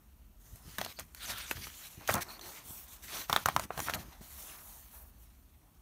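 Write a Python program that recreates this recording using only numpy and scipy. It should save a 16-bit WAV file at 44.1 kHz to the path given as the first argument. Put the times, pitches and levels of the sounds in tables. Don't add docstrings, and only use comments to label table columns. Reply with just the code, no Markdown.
import sys
import numpy as np
from scipy import signal
from scipy.fft import rfft, irfft, next_fast_len
from scipy.io import wavfile
from scipy.ndimage import uniform_filter1d

SR = 44100
rng = np.random.default_rng(int(sys.argv[2]) if len(sys.argv) > 2 else 0)


def generate_wav(sig):
    pcm = np.round(np.clip(np.atleast_2d(sig).T, -1, 1) * 32767).astype(np.int16)
    wavfile.write(sys.argv[1], SR, pcm)


def amplitude_ratio(level_db):
    exponent = np.asarray(level_db, float) / 20
    return 10 ** exponent


N = 256509


def evened(x):
    return x / np.sqrt(np.mean(x ** 2) + 1e-20)


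def read(points, hz):
    f, value = np.transpose(points)
    return np.interp(np.log(hz + 1), np.log(f + 1), value)


def colour(x, points):
    size = next_fast_len(len(x))
    gain = amplitude_ratio(read(points, np.fft.rfftfreq(size, 1 / SR)))
    return irfft(rfft(x, size) * gain, size)[:len(x)]


def band(x, lo_hz, hi_hz):
    return signal.sosfilt(signal.butter(2, [lo_hz, hi_hz], "bandpass", fs=SR, output="sos"), x)


def drift(seconds):
    width = max(int(seconds * SR), 2)
    return evened(uniform_filter1d(uniform_filter1d(rng.standard_normal(N), width), width))


def steady(points):
    return evened(colour(rng.standard_normal(N), points))


# f/Hz, level/dB
SOFT_TOP = [(15700, 0), (15950, -70)]


def soft_top(x):
    return colour(x, SOFT_TOP)


# f/Hz, level/dB
HARD_TOP = [(16500, 0), (16800, -70)]


def hard_top(x):
    return colour(x, HARD_TOP)


def patchy(x, patchy_db):
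    z = signal.stft(x, nperseg=512, noverlap=384)[2]
    patches = rng.standard_normal(z.T.shape)
    patches = uniform_filter1d(uniform_filter1d(patches, 30, 0), 6, 1)
    z = z * amplitude_ratio(patchy_db * evened(patches).T)
    return signal.istft(z, nperseg=512, noverlap=384)[1][:N]


def friction(effort, points, slips_per_s, spread_db, clump_db, patchy_db):
    slips = rng.standard_normal(N) * (rng.random(N) < slips_per_s / SR)
    size_db = spread_db * np.minimum(rng.exponential(1, N), 3)
    slips = slips * amplitude_ratio(size_db + clump_db * drift(0.0086))
    return effort * evened(patchy(colour(slips, points), patchy_db))


def strokes(rows, swell_db, fade_db, lift_s, bitten=False):
    touch_s = 0.0097
    t = np.arange(0, N, 64) / SR
    power = np.zeros(len(t))
    for start, top, end, db, *bite_db in rows:
        if bitten:
            db = db + sum(bite_db)
        corners = np.sort([start - touch_s, start, top, end, end + lift_s])
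        power += amplitude_ratio(db + np.interp(t, corners, [-50, swell_db, 0, fade_db, -50])) ** 2
    return np.interp(np.arange(N) / SR, t, power)


# t/s, level/dB
ECHOES = [
    (.0031, -29),
    (0.0112, -19),
    (0.012, -42),
]
# f/Hz, t60/s
TAIL = [(200, 0.069), (1000, 0.22), (4000, 0.16), (12000, 0.14)]


def room(x, wet_db):
    taps, walls = np.zeros((2, SR // 2))
    at = np.arange(500, len(taps) - 20, 20)
    taps[at + rng.integers(0, 20, len(at))] = rng.choice([-1., 1.], len(at))
    hz, t, z = signal.stft(taps, SR, nperseg=256)
    decay = amplitude_ratio(-60 * t / read(TAIL, hz)[:, None])
    tail = signal.istft(z * decay, SR, nperseg=256)[1][:len(taps)]
    for delay, db in ECHOES:
        walls[round(delay * SR)] = amplitude_ratio(db)
    response = amplitude_ratio(wet_db) * tail / np.linalg.norm(tail) + band(walls, 300, 2400)
    return x + signal.fftconvolve(x, response)[:N]


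# f/Hz, level/dB per Hz
ROOM_TONE = [(71, -37.5), (120, -17), (197, 2), (450, -8), (782, -20), (1130, -26), (1860, -28),
             (2640, -15), (5000, -23), (14600, -10.5), (15700, -17), (16500, -39.5)]


def room_tone():
    return amplitude_ratio(-73.5) * steady(ROOM_TONE)


# f/Hz, level/dB
RUMBLE = [(18, -40), (42, 4.5), (70, 4), (88, -20), (105, -27), (160, -42), (600, -96)]


def rumble():
    level_db, sway_db = -63, 2.5
    return amplitude_ratio(level_db + sway_db * drift(0.16)) * steady(RUMBLE)


# f/Hz, level/dB
HELD = [(40, -18.5), (80, 0), (150, -5.5), (210, -6), (330, -15), (600, -35), (3000, -96)]


def held_phone():
    return amplitude_ratio(-70) * steady(HELD)


# start t/s, peak t/s, end t/s, level/dB
KNOCKS = [(.79, .805, 0.92, -50), (.97, 1.024, 1.11, -59), (1.27, 1.293, 1.38, -51.5),
          (1.51, 1.52, 1.55, -52), (1.56, 1.585, 1.73, -51), (1.972, 1.978, 2.018, -47.5),
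          (2.083, 2.125, 2.145, -43), (2.155, 2.165, 2.2, -45), (2.2, 2.22, 2.32, -55),
          (2.58, 2.7, 2.8, -59.5), (2.95, 3.03, 3.2, -65.5), (4.19, 4.215, 4.25, -53),
          (3.294, 3.3, 3.43, -45.5), (3.465, 3.485, 3.6, -46), (3.545, 3.556, 3.76, -45),
          (3.77, 3.8, 3.87, -44.5), (3.88, 3.969, 4.07, -46.5), (4.02, 4.085, 4.105, -50.5),
          (5.45, 5.627, 5.7, -76)]
# f/Hz, level/dB
PUSH = [(40, -34), (80, 3), (110, -2.5), (150, -5), (200, -4.5), (330, -11.5), (450, -19.5), (900, -56),
        (3000, -96.5)]


def knocks():
    effort = np.sqrt(strokes(KNOCKS, swell_db=-18, fade_db=-16.5, lift_s=0.043))
    return friction(effort, PUSH, slips_per_s=650, spread_db=3.0, clump_db=2.0, patchy_db=0.0)


# start t/s, peak t/s, end t/s, level/dB
BUMPS = [
    (.46, .505, 0.6, -56),
    (.62, .67, 0.743, -49),
]
# f/Hz, level/dB
PAD = [(30, -21), (60, 1), (130, -5), (190, -9.5), (260, -17), (450, -25.5), (800, -48)]


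def bumps():
    effort = np.sqrt(strokes(BUMPS, swell_db=-18, fade_db=-16.5, lift_s=0.043))
    return friction(effort, PAD, slips_per_s=450, spread_db=2.5, clump_db=2.0, patchy_db=1.0)


# t/s, peak level/dB, f/Hz
THUDS = [(.527, -43, 80), (.785, -40, 210), (.794, -42, 190), (1.5105, -39, 260), (1.553, -42, 95),
         (2.092, -38, 170), (2.104, -36, 100), (2.144, -32, 190), (2.152, -35, 100), (3.458, -39, 100),
         (3.563, -42, 170), (3.777, -43, 140), (3.802, -44, 150), (3.955, -41, 160)]


def thuds():
    cycles = 1.8
    out = np.zeros(N)
    for s, db, hz in THUDS:
        turns = np.arange(0, cycles, hz / SR)
        swell = np.sin(np.pi * (turns / cycles) ** 0.7)
        at = round(s * SR)
        out[at:at + len(turns)] += amplitude_ratio(db) * np.sin(2 * np.pi * turns) * swell
    return out


def soft_rub(rows, body):
    effort = np.sqrt(strokes(rows, swell_db=-6.5, fade_db=-5, lift_s=0.076))
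    return friction(effort, body, slips_per_s=12000, spread_db=0.0, clump_db=0.0, patchy_db=2.4)


# start t/s, peak t/s, end t/s, level/dB
PRESSES = [
    (2.22, 2.42, 2.55, -63),
    (2.55, 2.68, 2.8, -68),
]
# f/Hz, level/dB
GUTTER = [(220, -28), (320, -5), (370, -5), (450, -11.5), (700, -43)]


def presses():
    return soft_rub(PRESSES, GUTTER)


# start t/s, peak t/s, end t/s, level/dB
BRUSHES = [
    (2.65, 2.72, 2.84, -51),
    (4.22, 4.41, 4.6, -56),
    (4.5, 4.66, 4.9, -58),
    (4.912, 4.95, 5.03, -56.5),
    (5.04, 5.07, 5.1, -64),
    (5.18, 5.23, 5.25, -64.5),
]
# f/Hz, level/dB
CLOTH = [(3000, -28), (7000, -12), (10000, -3.5), (13500, -0.5), (15700, -0.5), (16300, -18)]


def brushes():
    return soft_rub(BRUSHES, CLOTH)


# start t/s, peak t/s, end t/s, level/dB
CURLS = [
    (1.2, 1.235, 1.26, -55),
    (1.3, 1.39, 1.46, -48),
    (1.82, 1.86, 1.82, -66),
    (2.65, 2.68, 2.71, -65),
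]
# f/Hz, level/dB
TROUGH = [(900, -28), (1400, 2), (1900, -9), (2700, -7), (3700, 0.5), (4300, -13), (5000, -27)]


def curls():
    return soft_rub(CURLS, TROUGH)


# start t/s, end t/s, start f/Hz, end f/Hz, level/dB
SQUEAKS = [(.865, .905, 4300, 4400, -58), (.962, 1.014, 4470, 4800, -57), (2.158, 2.195, 4400, 4100, -60),
           (2.282, 2.3, 4500, 4100, -53), (2.297, 2.375, 4200, 4400, -55), (2.408, 2.45, 4350, 4230, -54.5),
           (2.131, 2.142, 4400, 4500, -43), (1.205, 1.237, 4070, 3900, -51), (1.24, 1.255, 4600, 3500, -50),
           (1.46, 1.5, 6700, 5900, -55), (1.225, 1.26, 10000, 6800, -51), (1.255, 1.3, 6600, 5600, -49.5),
           (1.245, 1.26, 1780, 1850, -52), (1.315, 1.39, 1470, 1300, -53), (1.4, 1.48, 3650, 3600, -55),
           (1.41, 1.45, 9500, 8500, -53), (1.83, 1.88, 4000, 4000, -57.5)]


def squeaks():
    width = 0.13
    t = np.arange(N) / SR
    out = np.zeros(N)
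    chatter = rng.standard_normal(N) * amplitude_ratio(2.8 * drift(0.0037))
    for start, end, from_hz, to_hz, db in SQUEAKS:
        at = slice(round(start * SR), round((end + 0.0054) * SR))
        r = np.exp(-np.pi * width * from_hz / SR)
        hz = np.interp(t[at], [start, end], [from_hz, to_hz])
        turn = np.exp(2j * np.pi * np.cumsum(hz) / SR)
        whistle = (turn * signal.lfilter([1], [1, -2 * r, r * r], chatter[at] / turn)).real
        swell = np.interp(t[at], [start, start + 0.0044, end, end + .006], [0.088, 1, 0.64, 0.23])
        out[at] += amplitude_ratio(db) * evened(whistle) * swell
    return out


# t/s, level/dB
FIDGET = [(0, -100), (.38, -92), (.45, -68.5), (.62, -65.5), (1.11, -70), (1.2, -65), (1.95, -64.5),
          (2.39, -65), (3.0, -62.5), (3.69, -69.5), (4.189, -66.5), (4.87, -67), (5.12, -72.5),
          (5.31, -73.5), (5.815, -84)]


def fidget_power():
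    level_db = np.interp(np.arange(N) / SR, *np.transpose(FIDGET))
    return amplitude_ratio(level_db + np.array([[0], [-5], [-4]])) ** 2


def split_power(rows, swell_db, fade_db, lift_s, shares_db):
    plain = strokes(rows, swell_db, fade_db, lift_s)
    bitten = strokes(rows, swell_db, fade_db, lift_s, bitten=True)
    return np.array([plain, bitten, plain]) * amplitude_ratio(shares_db)[:, None] ** 2


# start t/s, peak t/s, end t/s, level/dB
FLAPS = [(.78, .785, 0.865, -47.5), (.985, .997, 1, -47), (1.28, 1.305, 1.46, -54),
         (2.003, 2.012, 2.06, -53), (2.084, 2.096, 2.113, -30), (2.112, 2.125, 2.16, -39),
         (2.143, 2.165, 2.205, -30.5), (2.23, 2.29, 2.4, -52), (2.41, 2.47, 2.63, -53.5),
         (3.299, 3.304, 3.32, -42), (3.33, 3.338, 3.34, -32.5), (3.364, 3.374, 3.41, -44.5),
         (3.462, 3.466, 3.5, -42), (3.558, 3.57, 3.67, -48.5), (3.7, 3.706, 3.78, -48.5),
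         (3.772, 3.778, 3.81, -41), (3.855, 3.885, 3.926, -40.5), (3.93, 3.955, 3.99, -40.5),
         (3.98, 4.005, 4.086, -55.5), (4.07, 4.14, 4.2, -59.5), (1.33, 1.38, 1.38, -57),
         (3.09, 3.16, 3.24, -48), (4.21, 4.49, 4.8, -58.5), (4.91, 4.95, 5.07, -61.5)]


def flap_power():
    return split_power(FLAPS, swell_db=-11, fade_db=-10.5, lift_s=0, shares_db=(-19, -18, -0.5))


# start t/s, peak t/s, end t/s, level/dB, edge bite/dB
RUBS = [(.4, .557, 0.6, -61.5, -24), (.69, .76, 0.78, -59, 2), (1.59, 1.646, 1.705, -48.5, -2),
        (1.7, 1.8, 1.846, -50, -6), (1.83, 1.856, 1.89, -50, -6.5), (1.9, 1.928, 1.96, -54, -16),
        (2.0, 2.04, 2.3, -64.5, 4), (2.098, 2.113, 2.141, -37, -8.5), (1.33, 1.36, 1.23, -49, -3),
        (2.412, 2.472, 2.6, -50, -4), (2.52, 2.575, 2.64, -55.5, -0.5), (2.64, 2.7, 2.79, -50, -24),
        (2.72, 2.79, 2.87, -55.5, -8), (2.88, 2.935, 2.975, -51.5, -9), (3.024, 3.04, 3.11, -49.5, -6),
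        (3.59, 3.64, 3.656, -47, -3), (3.775, 3.849, 3.877, -41.5, -8.5), (4.209, 4.215, 4.39, -59, -1),
        (4.3, 4.412, 4.51, -50.5, -10.5), (4.44, 4.51, 4.62, -54, -2.5), (4.58, 4.69, 4.85, -55.5, -11),
        (4.91, 4.96, 5, -61.5, -6.5), (5.2, 5.245, 5.27, -68, -6)]


def rub_power():
    return split_power(RUBS, swell_db=-7, fade_db=-7.5, lift_s=0, shares_db=(0, 0, -15))


# start t/s, peak t/s, end t/s, level/dB, edge bite/dB
SLIDES = [(.62, .69, 1, -59.5, -1), (.786, .79, 0.88, -51, 4), (.99, .996, 1, -44, 4),
          (1.148, 1.17, 2.3, -58.5, 0.5), (1.2, 1.25, 1.274, -49, 0), (1.27, 1.305, 1.333, -42, 1),
          (1.33, 1.4, 1.45, -50, 3.5), (1.46, 1.522, 1.52, -46, 1), (1.54, 1.568, 1.596, -52, 5),
          (2.079, 2.084, 2.133, -43.5, 0), (2.278, 2.31, 2.36, -54, 0), (3.08, 3.15, 3.235, -43.5, 0),
          (3.16, 3.205, 3.25, -45.5, -1.5), (3.29, 3.33, 3.41, -47, -0.5), (3.455, 3.462, 3.53, -53.5, 4.5),
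          (3.71, 3.77, 3.8, -54.5, 0), (4.08, 4.13, 4.14, -67, 4)]


def slide_power():
    return split_power(SLIDES, swell_db=-12, fade_db=-8.5, lift_s=0.0862, shares_db=(0.5, 0, -8.5))


# start t/s, peak t/s, end t/s, level/dB, edge bite/dB
CATCHES = [(0.88, 0.9, 0.927, -55.5, 2.5), (4.05, 3.8, 4.16, -65.5, 2), (3.28, 3.292, 3.294, -53, -5),
           (3.52, 3.9, 3.558, -55, -6), (3.915, 3.93, 3.934, -52.5, -1), (1.5, 1.53, 1.535, -49, -2),
           (1.372, 1.384, 1.39, -49, -5), (2.208, 2.224, 2.232, -39.5, -0.5),
           (3.385, 3.43, 3.44, -51.5, -1), (3.445, 3.455, 3.457, -59, 0), (3.892, 3.9, 3.912, -46, 3),
           (3.939, 3.95, 3.954, -37.5, -1.5), (3.965, 4.0, 4.033, -54, -0.5),
           (3.862, 3.874, 3.88, -45.5, -1)]


def catch_power():
    return split_power(CATCHES, swell_db=-4, fade_db=-2, lift_s=0.012, shares_db=(0, -0.5, -9.5))


# f/Hz, level/dB per Hz
HISS = [(1760, -28), (3000, -3), (3590, -2), (4940, -6.5), (6080, 0), (7910, 1), (15000, 3.5),
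        (16200, -16.5), (16500, -47.5)]
# f/Hz, level/dB
SCRAPE = [(900, -13), (1800, 0.5), (2600, -1), (3700, -4), (4600, -1), (6200, -5.5), (9000, -45)]
# f/Hz, level/dB
SHEET = [(250, 0.5), (480, -4.5), (620, 1.5), (950, 2.5), (1300, 1.5), (1800, -6), (2600, -16.5),
         (4000, -42)]


def paper_friction():
    power = fidget_power() + rub_power() + slide_power() + flap_power() + catch_power()
    skin, edge, sheet = np.sqrt(power)
    hiss = friction(skin, HISS, slips_per_s=22000, spread_db=-0.5, clump_db=0.5, patchy_db=2.4)
    scrape = friction(edge, SCRAPE, slips_per_s=9000, spread_db=0.5, clump_db=2.0, patchy_db=2.4)
    wobble = friction(sheet, SHEET, slips_per_s=9000, spread_db=0.5, clump_db=0.0, patchy_db=1.8)
    return hiss + scrape + wobble


# t/s, peak level/dB, f/Hz, t60/s
TICKS = [(0.785, -46, 12000, .006), (1.05, -52, 11000, 0.0069), (1.147, -37, 13100, 0.0065),
         (1.303, -36, 12400, .012), (1.36, -48, 12000, .01), (1.384, -41, 11000, .012),
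         (1.511, -27, 13020, .006), (1.511, -23, 2580, 0.013), (1.511, -30, 8500, .006),
         (1.858, -48, 13970, .01), (1.871, -41, 11000, .01), (0.785, -33, 2980, 0.0091),
         (.813, -34, 2200, 0.0088), (0.812, -43, 4230, 0.0063), (3.939, -30, 2800, 0.0075),
         (3.955, -33, 8000, .008), (2.091, -31, 2280, 0.015), (2.098, -27, 2480, .01),
         (3.777, -42, 6000, .01), (3.803, -34, 6040, 0.011), (2.077, -31.5, 6600, .014),
         (2.078, -38, 3320, .012), (2.135, -32, 3540, 0.017), (2.145, -36, 6000, .006),
         (2.14, -33, 6350, .01), (2.154, -31, 6300, 0.0074), (2.18, -40, 7000, 0.0054),
         (2.393, -45, 3570, 0.015), (2.393, -57, 6400, 0.0091), (2.412, -41, 6080, 0.013),
         (3.298, -32, 5600, .014), (3.328, -18, 3600, 0.011), (3.362, -19.5, 3700, 0.012),
         (3.329, -30, 7160, .006), (3.362, -30, 13100, .008), (3.458, -25, 6130, 0.0084),
         (3.486, -30.5, 3200, 0.0064), (3.493, -36, 3200, .014), (3.563, -22, 5880, 0.0093),
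         (3.596, -30.5, 4840, 0.01), (3.596, -31.5, 7100, .008), (4.69, -55, 12150, 0.013),
         (5.0272, -43, 12800, .004), (5.0272, -47, 10200, .004), (5.143, -53, 13400, .005),
         (4.108, -55, 13000, .004), (4.189, -56, 14000, .004), (3.926, -45, 14500, .005),
         (5.222, -61, 7010, .014), (5.3, -60, 9000, .012)]


def ticks():
    out, t = np.zeros(N + 1000), np.arange(1000) / SR
    for s, db, hz, t60 in TICKS:
        grit = band(rng.standard_normal(1000), 0.81 * hz, min(1.03 * hz, 20000))
        body = np.sin(2 * np.pi * hz * t) + 0.43 * evened(grit)
        at = round((s + .0003) * SR)
        out[at:at + 1000] += np.minimum(t / 0.00039, 1) * amplitude_ratio(db - 60 * t / t60) * body
    return hard_top(out[:N])


def snaps(rows, t60):
    flutter_s = 0.008
    out, t = np.zeros(N + 4000), np.arange(4000) / SR
    rise = (1 - np.exp(-t / 0.00026)) ** 2
    fade = amplitude_ratio(-60 * t / t60)
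    shove = 0.12 * np.sin(2 * np.pi * 210 * t) * amplitude_ratio(-60 * t / 0.02)
    flutter = 0.15 * fade ** 0.19 / (1 + (t / flutter_s) ** 6)
    for s, db, hz, crack_db, fizz_db in rows:
        a, b, c = rng.standard_normal((3, 4000))
        sag = hz * (t + 0.00028 * (1 - np.exp(-t / 0.0016)))
        ring = (0.32 * np.sin(2 * np.pi * 0.608 * sag) - np.sin(2 * np.pi * sag)) * fade
        rattle = evened(band(band(c, 370, 2120), 370, 2120)) * (0.5 * fade + 0.085 * fade ** 0.21)
        crack = amplitude_ratio(crack_db + 6) * evened(band(a, 1820, 4900)) * fade ** 1.23
        fizz = amplitude_ratio(fizz_db + 6) * evened(band(b, 5000, 16200))
        fizz = fizz * (fade ** 2.57 + flutter + 0.035 * fade ** 0.2)
        at = round((s + .0007) * SR)
        out[at:at + 4000] += amplitude_ratio(db + 0.5) * rise * (ring + rattle + shove + crack + fizz)
    return out[:N]


# t/s, ring level/dB, f/Hz, crack/dB re ring, fizz/dB re ring
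REBOUNDS = [(.7875, -31, 1490, -10, -20), (.806, -40, 1910, -9, -16), (.817, -38, 704, -12, -20),
            (1.004, -39, 1180, -18, -16), (1.513, -35, 490, -20, -25), (3.2995, -25, 920, -18, -20),
            (3.331, -25.5, 787, -22, -25.5), (3.339, -27, 1300, -14, -22), (3.309, -40, 1400, -14, -25),
            (3.498, -36, 1100, -11, -25), (3.878, -34, 1300, -26, -25), (3.373, -25, 1050, -18, -26.5),
            (2.086, -34, 850, -22, -23), (2.092, -19.5, 630, -25, -25), (2.104, -27.5, 1520, -24, -22),
            (2.109, -32, 910, -16, -25.5), (2.171, -32, 1220, -24, -28), (2.183, -31, 1290, -34, -28),
            (3.621, -43, 855, -14, -16.5)]


def rebounds():
    return soft_top(snaps(REBOUNDS, t60=0.017))


# t/s, ring level/dB, f/Hz, crack/dB re ring, fizz/dB re ring
TURN_SNAPS = [(0.557, -52.5, 610, -22, 3), (0.783, -25, 1570, -9, -9), (0.813, -26, 664, -4, -14),
              (0.847, -39.5, 720, 2, 3.5), (0.861, -31.5, 690, -11, -30), (0.988, -36, 670, -6, -14),
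              (0.996, -40.5, 760, -23, 4), (1.147, -47.5, 1370, 0.5, 2.5), (1.301, -39, 900, -5, -8),
              (1.382, -46, 1680, -3, 0), (1.511, -25.5, 1510, -12.5, -10), (1.569, -36, 1630, -9, -17),
              (1.669, -34.5, 1220, -18, -12), (2.008, -44.5, 1030, -11, -22), (2.075, -50.5, 963, 12.5, 15),
              (2.089, -20.5, 1390, -30, -18), (2.096, -21, 1810, -29, -19), (2.139, -34.5, 1020, -3, 10.5),
              (2.143, -23.5, 1210, -16, -20), (2.152, -26, 1300, -17, -7), (2.179, -28, 1390, -22, -15),
              (2.393, -41.5, 1010, -20, -8), (2.411, -54, 1430, 4, -3)]


def turn_snaps():
    return soft_top(snaps(TURN_SNAPS, t60=0.015))


# t/s, ring level/dB, f/Hz, crack/dB re ring, fizz/dB re ring
FOLD_SNAPS = [(3.296, -20, 1150, -18, -13), (3.327, -16.5, 1010, -10, -9),
              (3.3615, -13.5, 1219, -12, -13.5), (3.458, -13.5, 1250, -20, -11),
              (3.485, -15.5, 1026, -15.5, -15.5), (3.5628, -14, 980, -15, -18),
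              (3.595, -21, 950, -22, -13.5), (3.7045, -23.5, 690, -54, -39), (3.776, -34.5, 784, -9, -4),
              (3.791, -25, 800, -15, -15), (3.801, -27.5, 1000, -9, -7.5), (3.884, -23.5, 1310, -30, -25),
              (3.896, -24.5, 1320, -15, -12), (3.936, -30.5, 1560, -2, -13), (4.214, -48, 666, -25, -30)]


def fold_snaps():
    return hard_top(snaps(FOLD_SNAPS, t60=0.013))


def scene():
    background = room_tone() + rumble()
    handling = held_phone() + knocks() + bumps() + thuds()
    soft_rubs = presses() + brushes() + curls()
    creases = ticks() + rebounds() + turn_snaps() + fold_snaps()
    paper = soft_top(paper_friction() + squeaks()) + creases
    direct = soft_top(background + handling + soft_rubs)
    mono = amplitude_ratio(-1.89) * room(paper, wet_db=-20.5) + direct
    return np.array([mono, mono])


# f/Hz, level/dB
MIC = [(20, -25), (40, 1.5), (4300, 2), (4900, -2), (5500, 2.5), (7000, 3.5), (7500, 0), (8100, 2),
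       (9900, 1.5), (10500, -3), (11100, 2)]


def microphone(x):
    return colour(x, MIC)


def roll_off(x):
    return signal.sosfilt(signal.butter(12, 16830, fs=SR, output="sos"), x)


def record(dry):
    mix = np.array([microphone(channel) for channel in dry])
    return roll_off(mix)


dry = scene()
out = record(dry)
generate_wav(out)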